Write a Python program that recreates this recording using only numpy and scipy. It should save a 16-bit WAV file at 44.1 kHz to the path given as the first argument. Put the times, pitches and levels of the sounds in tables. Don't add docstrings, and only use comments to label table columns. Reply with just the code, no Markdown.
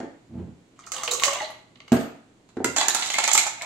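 import sys
import numpy as np
from scipy import signal
from scipy.fft import rfft, irfft
from scipy.io import wavfile
from scipy.ndimage import uniform_filter1d

SR = 44100
rng = np.random.default_rng(int(sys.argv[2]) if len(sys.argv) > 2 else 0)


def to_wav(sig):
    pcm = np.clip(np.atleast_2d(sig), -1, 1) * 32767
    pcm = np.round(pcm).astype(np.int16)
    wavfile.write(sys.argv[1], SR, pcm.T)


N = 160965

ICE_EDGES_HZ = [600, 1600, 4800, 8000, 15500]
ICE_LIKENESS = [0.86, 0.37, 0.37, 0.71]
# (time [s], low [dB], middle [dB], high [dB], top [dB])
DROPS = [(.791, -60, -65, -46, -87), (.864, -64, -60, -37, -51), (.9188, -43.5, -34.5, -22.5, -33),
         (1.0336, -33.5, -36, -23.5, -35.5), (1.0775, -29.5, -23, -33, -38.5),
         (1.1129, -29.5, -40, -21.5, -25.5), (1.1343, -36, -45.5, -19.5, -29.5),
         (1.1975, -43.5, -26.5, -34, -31.5), (1.2225, -33.5, -38.5, -26, -46.5),
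         (1.2356, -25, -14.5, -14, -26), (1.2525, -29.5, -31.5, -16.5, -30), (1.282, -25.5, -36, -29, -35),
         (1.332, -37, -30, -26.5, -34.5), (1.503, -47, -54, -70, -47), (1.7559, -60, -50, -72, -87),
         (1.8028, -50.5, -43.5, -89, -80), (1.8796, -50.5, -45, -52, -60.5)]
DROP_T60 = [0.061, 0.042, 0.14, 0.067]
# (time [s], body [dB], treble [dB])
POUR_MOTION = [(.76, -57, -57.5), (.85, -47.5, -51), (.91, -45, -62.5), (.95, -32.5, -29), (1.02, -35, -36),
               (1.09, -37, -32), (1.19, -53, -39.5), (1.27, -27.5, -31.5), (1.34, -28, -39),
               (1.42, -28.5, -29.5), (1.5, -52.5, -45), (1.58, -64.5, -85)]
# (frequency [Hz], width [Hz], boost or cut [dB])
JUG_RESONANCES = [(836, 49, 1.5), (1157, 62, 6.5), (1700, 200, -11), (1934, 41, 7.5), (2150, 54, 10.5),
                  (2940, 140, 7), (6280, 150, 8)]
# (time [s], pitch [Hz], level [dB])
HOLLOW_NOTES = [(.93, 522, -42), (.97, 511, -40.5), (1.08, 493.2, -27), (1.125, 487, -26),
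                (1.167, 500.5, -30), (1.262, 560.7, -25.5), (1.303, 577, -29), (1.38, 597, -44),
                (1.42, 615, -32), (1.465, 636, -43.5)]
HOLLOW_RISE_S, HOLLOW_WOBBLE = 0.011, 0.068
DROP_TRIM_DB, POUR_TRIM_DB = -4.5, -10


def pouring():
    drops = blows(DROPS, ICE_EDGES_HZ, DROP_T60, ICE_LIKENESS)
    ice = amp(DROP_TRIM_DB) * drops + amp(POUR_TRIM_DB) * jostle(POUR_MOTION)
    out = vessel(ice, JUG_RESONANCES)
    for s, hz, db in HOLLOW_NOTES:
        add(out, s, amp(db) * chirp(hz, HOLLOW_RISE_S, 0, HOLLOW_WOBBLE))
    return out


# (time [s], pitch [Hz], level [dB])
CLINKS = [(.791, 1230, -38.5), (.871, 1296, -34.5), (.92, 1265, -29), (1.034, 1214, -24),
          (1.151, 1130, -24), (1.222, 1130, -20.5), (1.281, 1097, -17), (1.404, 1968, -22.5),
          (1.41, 847, -21.5), (1.501, 850, -34.5), (2.889, 1757, -21.5), (3.143, 2090, -22),
          (3.163, 2160, -21), (3.185, 883, -19.5), (3.279, 866, -23), (3.351, 898, -17.5),
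          (3.466, 877, -24), (3.614, 2200, -25.5)]
CLINK_T60_S = 0.037
PARTIAL_RATIO, PARTIAL_DB = 1.92, -16


def clinks():
    out = np.zeros((2, N))
    for s, hz, db in CLINKS:
        main = (hz, db, CLINK_T60_S)
        upper = (hz * PARTIAL_RATIO, db + PARTIAL_DB, CLINK_T60_S)
        out += ring(s, [main, upper])
    return out


# (time [s], pitch [Hz], level [dB], glide [octaves/s])
SQUEAKS = [(1.11, 3760, -22, 11), (1.11, 7530, -22, -8), (1.134, 6670, -23.5, -9), (1.348, 3400, -31.5, 12),
           (1.442, 3967, -31.5, 12.5), (2.902, 3850, -22.5, 10.5), (3.332, 7590, -14, -8.5)]
SQUEAK_RISE_S, SQUEAK_WOBBLE = 0.0043, 0.042


def squeaks():
    out = np.zeros((2, N))
    for s, hz, db, glide in SQUEAKS:
        add(out, s, amp(db) * chirp(hz, SQUEAK_RISE_S, glide, SQUEAK_WOBBLE))
    return out


# (time [s], low [dB], middle [dB], high [dB], top [dB])
DIGS = [(2.49, -57, -57, -60, -68), (2.644, -45, -29.5, -23, -25.5), (2.7628, -23, -24.5, -20, -38),
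        (2.8107, -23.5, -22, -28, -56), (2.883, -26.5, -21.5, -16, -19.5),
        (2.9469, -24.5, -22.5, -20, -21.5), (3.0232, -35, -21.5, -44, -52),
        (3.1015, -32.5, -24.5, -30, -38), (3.1414, -34, -25, -31.5, -36), (3.1848, -21.5, -21, -22, -29),
        (3.2382, -30, -21.5, -19.5, -31.5), (3.2771, -23, -23, -19.5, -26.5), (3.314, -27, -25, -20.5, -42),
        (3.333, -43, -47, -18, -18.5), (3.351, -21.5, -22.5, -16.5, -21.5), (3.377, -25, -16, -13.5, -19.5),
        (3.466, -28.5, -35, -25, -37), (3.62, -37, -33.5, -34, -39)]
DIG_T60 = [0.087, 0.11, 0.091, 0.025]
# (time [s], body [dB], treble [dB])
SCOOP_MOTION = [(2.765, -21.5, -14), (2.82, -25, -25), (2.92, -33, -42), (3.0, -27.5, -22.5),
                (3.12, -39.5, -28), (3.2, -30.5, -31), (3.3, -32, -26.5), (3.38, -48, -22),
                (3.46, -28, -43), (3.52, -65, -56), (3.6, -41, -42), (3.65, -34, -59)]
# (frequency [Hz], width [Hz], boost [dB])
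HEAP_RESONANCES = [(730, 23, 5.5), (880, 73, 7.1), (4130, 400, 4.1), (6860, 1600, 6.56)]
# (frequency [Hz], width [Hz], boost [dB])
CUP_RESONANCES = [(2200, 70, 12.3), (2415, 51, 11.3)]
# (frequency [Hz], level [dB], t60 [s])
BOWL_MODES = [(970, -24, 0.054), (1422, -18, 0.049), (1480, -26, 0.026), (2028, -22, 0.06),
              (2736, -29, 0.11), (4870, -23.5, 0.058), (8300, -29.5, 0.12)]
DIG_TRIM_DB, SCOOP_TRIM_DB = -5, -9.5
CUP_FILLED_S = 3.13
BOWL_AT_S, BOWL_BUZZ = 2.644, 0.36
BOWL_LAG_S = .0001


def scooping():
    digs = blows(DIGS, ICE_EDGES_HZ, DIG_T60, ICE_LIKENESS)
    ice = amp(DIG_TRIM_DB) * digs + amp(SCOOP_TRIM_DB) * jostle(SCOOP_MOTION)
    caught = ice * (np.arange(N) / SR > CUP_FILLED_S)
    cup_ring = vessel(caught, CUP_RESONANCES) - caught
    clack = ring(BOWL_AT_S, BOWL_MODES) * (1 + BOWL_BUZZ * flutter((2, N)))
    left, right = vessel(ice, HEAP_RESONANCES) + cup_ring + clack + ice_thud(ice)
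    late_left = np.pad(left, (round(BOWL_LAG_S * SR), 0))[:N]
    return np.array([late_left, right])


# (frequency [Hz], gain [dB])
THUD_COLOUR = [(120, -19), (240, 2), (330, 3), (520, -3), (900, -20), (3000, -69)]
THUD_UNTIL_S, THUD_FADE_DB_PER_S = 2.95, 19


def ice_thud(ice):
    push = np.sqrt(abs(uniform_filter1d(ice.mean(0) ** 2, size=200)) + 1e-14)
    lifted_s = np.maximum(np.arange(N) / SR - THUD_UNTIL_S, 0)
    fade = amp(-THUD_FADE_DB_PER_S * lifted_s)
    return colour(push * fade * rng.standard_normal(N), THUD_COLOUR)


# (time [s], thump [dB], low [dB], middle [dB], high [dB])
JUG_KNOCKS = [(1.9197, -6.5, -26, -29.5, -31), (1.9278, -29, -21.5, -31.5, -35.5),
              (1.941, -17, -28.5, -37.5, -47), (1.967, -28, -32.5, -42, -39.5),
              (2.01, -26.5, -35, -43, -45)]
# (frequency [Hz], level [dB], t60 [s])
COUNTER_MODES = [(46.6, -27, 0.36), (117, -17, .1), (250, 4, 0.06), (395, -14, 0.073), (672, -8, 0.071)]
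# (time [s], thump [dB], low [dB], middle [dB], high [dB])
BOWL_KNOCKS = [(.002, -24, -34.5, -42, -49), (.03, -24.5, -38.5, -53, -57.5),
               (2.569, -19, -38, -43.5, -53.5), (2.603, -22, -32.5, -54, -68),
               (2.645, -17.5, -34, -51, -60)]
# (frequency [Hz], level [dB], t60 [s])
FOOT_MODES = [(267, -2.5, 0.1), (342, -3.5, 0.051), (444, -1, .03)]
# (time [s], level [dB])
BUMPS = [(0.29, -36), (0.326, -27.5), (.368, -23), (.45, -34), (.495, -46.5), (2.655, -31.5)]
# (frequency [Hz], gain [dB])
BUMP_COLOUR = [(30, -30), (70, -4.5), (150, 2.5), (300, -5), (600, -22.5), (1200, -35), (12000, -65.5)]
# (frequency [Hz], level [dB], t60 [s])
TING_MODES = [(8420, -47, 0.2), (8040, -43, 0.3), (8900, -40, 0.25), (11910, -37, 0.31), (13360, -50, 0.12)]
BUMP_RISE_S, BUMP_T60_S, TING_AT_S = 0.03, 0.23, 1.921


def counter():
    out = knocks(JUG_KNOCKS, COUNTER_MODES) + knocks(BOWL_KNOCKS, FOOT_MODES)
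    t = np.arange(SR // 4) / SR
    for s, db in BUMPS:
        dull = unit(colour(rng.standard_normal(len(t)), BUMP_COLOUR))
        swell = np.minimum(t / BUMP_RISE_S, 1)
        add(out, s, dull * swell * amp(db - 60 * t / BUMP_T60_S))
    return out + ring(TING_AT_S, TING_MODES)


KNOCK_EDGES_HZ = [310, 780, 1900, 7000]
KNOCK_T60 = [0.065, 0.18, 0.035]
KNOCK_LIKENESS = [0.99, 0.59, 0.33]
THUMP_LOW_CUT_HZ = 68


def knocks(rows, modes):
    clatter = [(s, *bands) for s, _, *bands in rows]
    out = blows(clatter, KNOCK_EDGES_HZ, KNOCK_T60, KNOCK_LIKENESS)
    low_cut = signal.butter(3, THUMP_LOW_CUT_HZ, "high", fs=SR, output="sos")
    thump = signal.sosfilt(low_cut, ring(0, modes))
    for s, thump_db, *_ in rows:
        add(out, s, -amp(thump_db) * thump)
    return out


CRACK_DB, CRACK_S = -2, .0025
CHATTER_DB = 4.5


def blows(rows, edges_hz, t60s, likeness):
    t, out = np.arange(SR // 8) / SR, np.zeros((2, N))
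    noise = rng.standard_normal((len(rows), len(t60s), 2, len(t)))
    chatter = amp(CHATTER_DB * np.minimum(flutter((len(rows), 1, len(t))), 2))
    crack = amp(CRACK_DB) * np.exp(-t / CRACK_S)
    level = np.sqrt(SR / 100 / len(t))
    for k, t60 in enumerate(t60s):
        c = likeness[k]
        stereo = np.array([[1, 0], [c, np.sqrt(1 - c * c)]]) @ noise[:, k]
        decay = np.exp(-np.log(1000) * t / t60)
        band = signal.butter(3, edges_hz[k:k + 2], "band", fs=SR, output="sos")
        hits = signal.sosfilt(band, stereo * (chatter * decay + crack))
        for row, hit in zip(rows, hits):
            add(out, row[0], amp(row[k + 1]) * unit(hit) * level)
    return out


GRAINS_PER_S, GRAIN_SPREAD_DB = 600, 4.5
BODY_HZ, TREBLE_HZ, FIZZ_HZ = (646.3, 3492), (3198, 8100), (7160, 15800)
FIZZ_DB = -9.5


def jostle(curve):
    s, body_db, treble_db = np.transpose(curve)
    t = np.arange(N) / SR
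    moving = (t > s[0]) & (t < s[-1])
    strength = amp(GRAIN_SPREAD_DB * np.minimum(rng.exponential(1, N), 4))
    clicks = moving * (rng.random(N) < GRAINS_PER_S / SR) * strength
    rms_moving = np.sqrt(moving.mean())
    body, treble, fizz = (unit(grains(clicks, band)) * rms_moving for band in (BODY_HZ, TREBLE_HZ, FIZZ_HZ))
    bright = treble + amp(FIZZ_DB) * fizz
    return body * amp(np.interp(t, s, body_db)) + bright * amp(np.interp(t, s, treble_db))


GRAIN_CYCLES = 12


def grains(clicks, range_hz, count=48):
    t, out = np.arange(1024) / SR, np.zeros((2, N))
    at = np.flatnonzero(clicks)
    hz = np.geomspace(*range_hz, count)
    sides = np.array([0, 1])[:, None, None]
    for s, chance in zip(at, rng.random((len(at), 3, 4))):
        mode_hz = hz[(chance[:, 0] * count).astype(int), None]
        f = mode_hz * (1 + 0.063 * (chance[:, 1:2] - .5))
        phase = 2 * np.pi * chance[:, 2:3] + sides * (chance[:, 3:] - .5) * f / 1500
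        modes = np.sin(2 * np.pi * f * t + phase) * np.exp(-f * t / GRAIN_CYCLES)
        add(out, s / SR, clicks[s] * modes.sum(1))
    return out


def ring(at_s, modes):
    t, out = np.arange(SR // 2) / SR, np.zeros((2, N))
    sound = np.zeros(len(t))
    for k, (hz, db, t60) in enumerate(modes):
        sound += (-1) ** k * amp(db - 60 * t / t60) * np.sin(2 * np.pi * hz * t)
    add(out, at_s, sound)
    return out


def chirp(hz, rise_s, glide, wobble):
    t = np.arange(SR // 8) / SR
    octaves = glide * np.minimum(t, 10 * rise_s)
    pitch = hz * 2 ** octaves * (1 + wobble * flutter(len(t)))
    swell = t / rise_s * np.exp(1 - t / rise_s)
    return swell * np.sin(2 * np.pi * np.cumsum(pitch) / SR)


def vessel(x, modes):
    return x + sum((amp(db) - 1) * resonate(x, hz, width) for hz, width, db in modes)


def resonate(x, hz, width):
    turn, r = np.exp(2j * np.pi * hz * np.arange(N) / SR), np.exp(-np.pi * width / SR)
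    smooth = signal.lfilter([1 - r], [1, -r], x / turn + 1e-18)
    return 2 * (turn * smooth).real


# (frequency [Hz], t60 [s])
ROOM_T60 = [(60, 0.3), (250, 0.42), (800, 0.48), (2500, 0.56), (6000, 0.43), (14000, 0.31)]
ROOM_DB, KNOCK_ROOM_DB = -5, -2
EARLY_DB, EARLY_S, ROOM_ONSET_S = -6, .016, 0.011


def kitchen(x, room_db):
    hz, t, z = signal.stft(rng.standard_normal((2, SR * 3 // 4)), SR, nperseg=256)
    decay = amp(-60 * t / read(ROOM_T60, hz)[:, None])
    tail = pair(signal.istft(z * decay, SR, nperseg=256)[1])
    t = np.arange(tail.shape[1]) / SR
    tail *= 1 - np.exp(-t / ROOM_ONSET_S)
    early = np.zeros_like(tail)
    for side in early:
        at = (rng.uniform(.1, 1, size=10) * EARLY_S * SR).astype(int)
        side[at] = rng.choice([-1, 1], size=10)
    early = unit(pair(early) * (t < 2 * EARLY_S))
    echo = (amp(room_db) * unit(tail) + amp(EARLY_DB) * early) / np.sqrt(len(t))
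    return x + signal.fftconvolve(x, echo, axes=1)[:, :N]


# (frequency [Hz], gain [dB])
AIR_COLOUR = [(20, -15.5), (45, -11.5), (270, -4), (500, -13), (1500, -25), (7300, -29.5), (16000, -50)]
AIR_DB, HUM_HZ, HUM_DB = -56.5, 117.3, -62


def room_tone():
    air = unit(colour(pair(rng.standard_normal((2, N))), AIR_COLOUR))
    hum = np.sin(2 * np.pi * HUM_HZ * np.arange(N) / SR)
    return amp(AIR_DB) * air + amp(HUM_DB) * hum


# (frequency [Hz], correlation [0..1])
FIELD_LIKENESS = [(300, 0.87), (700, 0.38), (1500, 0), (4000, 0.0073), (15000, 0.82)]


def pair(x):
    z = rfft(x)
    c = np.clip(read(FIELD_LIKENESS, np.fft.rfftfreq(x.shape[1], 1 / SR)), 0, 1)
    return irfft(np.array([z[0], c * z[0] + np.sqrt(1 - c ** 2) * z[1]]), x.shape[1])


def flutter(shape):
    return unit(uniform_filter1d(rng.standard_normal(shape), size=40, axis=-1))


def colour(x, points):
    size = 2 * x.shape[-1]
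    gain = amp(read(points, np.fft.rfftfreq(size, 1 / SR)))
    return irfft(rfft(x, size) * gain, size)[..., :size // 2]


def read(points, hz):
    f, value = np.transpose(points)
    return np.interp(np.log(hz + 1), np.log(f + 1), value)


def add(mix, s, sound):
    part = mix[:, max(round(s * SR), 0):][:, :sound.shape[-1]]
    part += sound[..., :part.shape[1]]


def amp(db):
    return 10 ** (np.asarray(db) / 20)


def unit(x):
    return x / np.sqrt(np.mean(x ** 2) + 1e-20)


def scene():
    pour_and_pings = kitchen(pouring() + clinks() + squeaks(), ROOM_DB)
    digging = kitchen(scooping(), ROOM_DB)
    return pour_and_pings + digging + kitchen(counter(), KNOCK_ROOM_DB) + room_tone()


# (frequency [Hz], gain [dB])
LEFT_COLOUR = [(100, -4), (2400, 0.5), (4200, -3.5), (7500, -10.5), (11000, -6.5), (15000, -11.5)]
# (frequency [Hz], gain [dB])
RIGHT_COLOUR = [(100, -2.5), (2400, 0.5), (4200, 1), (5200, -4), (7200, 3.5), (9500, -1.5), (15000, -9.5)]
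EDGE_HZ = 16000


def record(dry):
    heard = np.array([colour(dry[0], LEFT_COLOUR), colour(dry[1], RIGHT_COLOUR)])
    heard = heard / (1 + (heard / .9) ** 6) ** (1 / 6)
    low_pass = signal.firwin(255, EDGE_HZ, window=("kaiser", 8), fs=SR)
    return signal.oaconvolve(heard, low_pass[None], "same")


dry = scene()
out = record(dry)
to_wav(out)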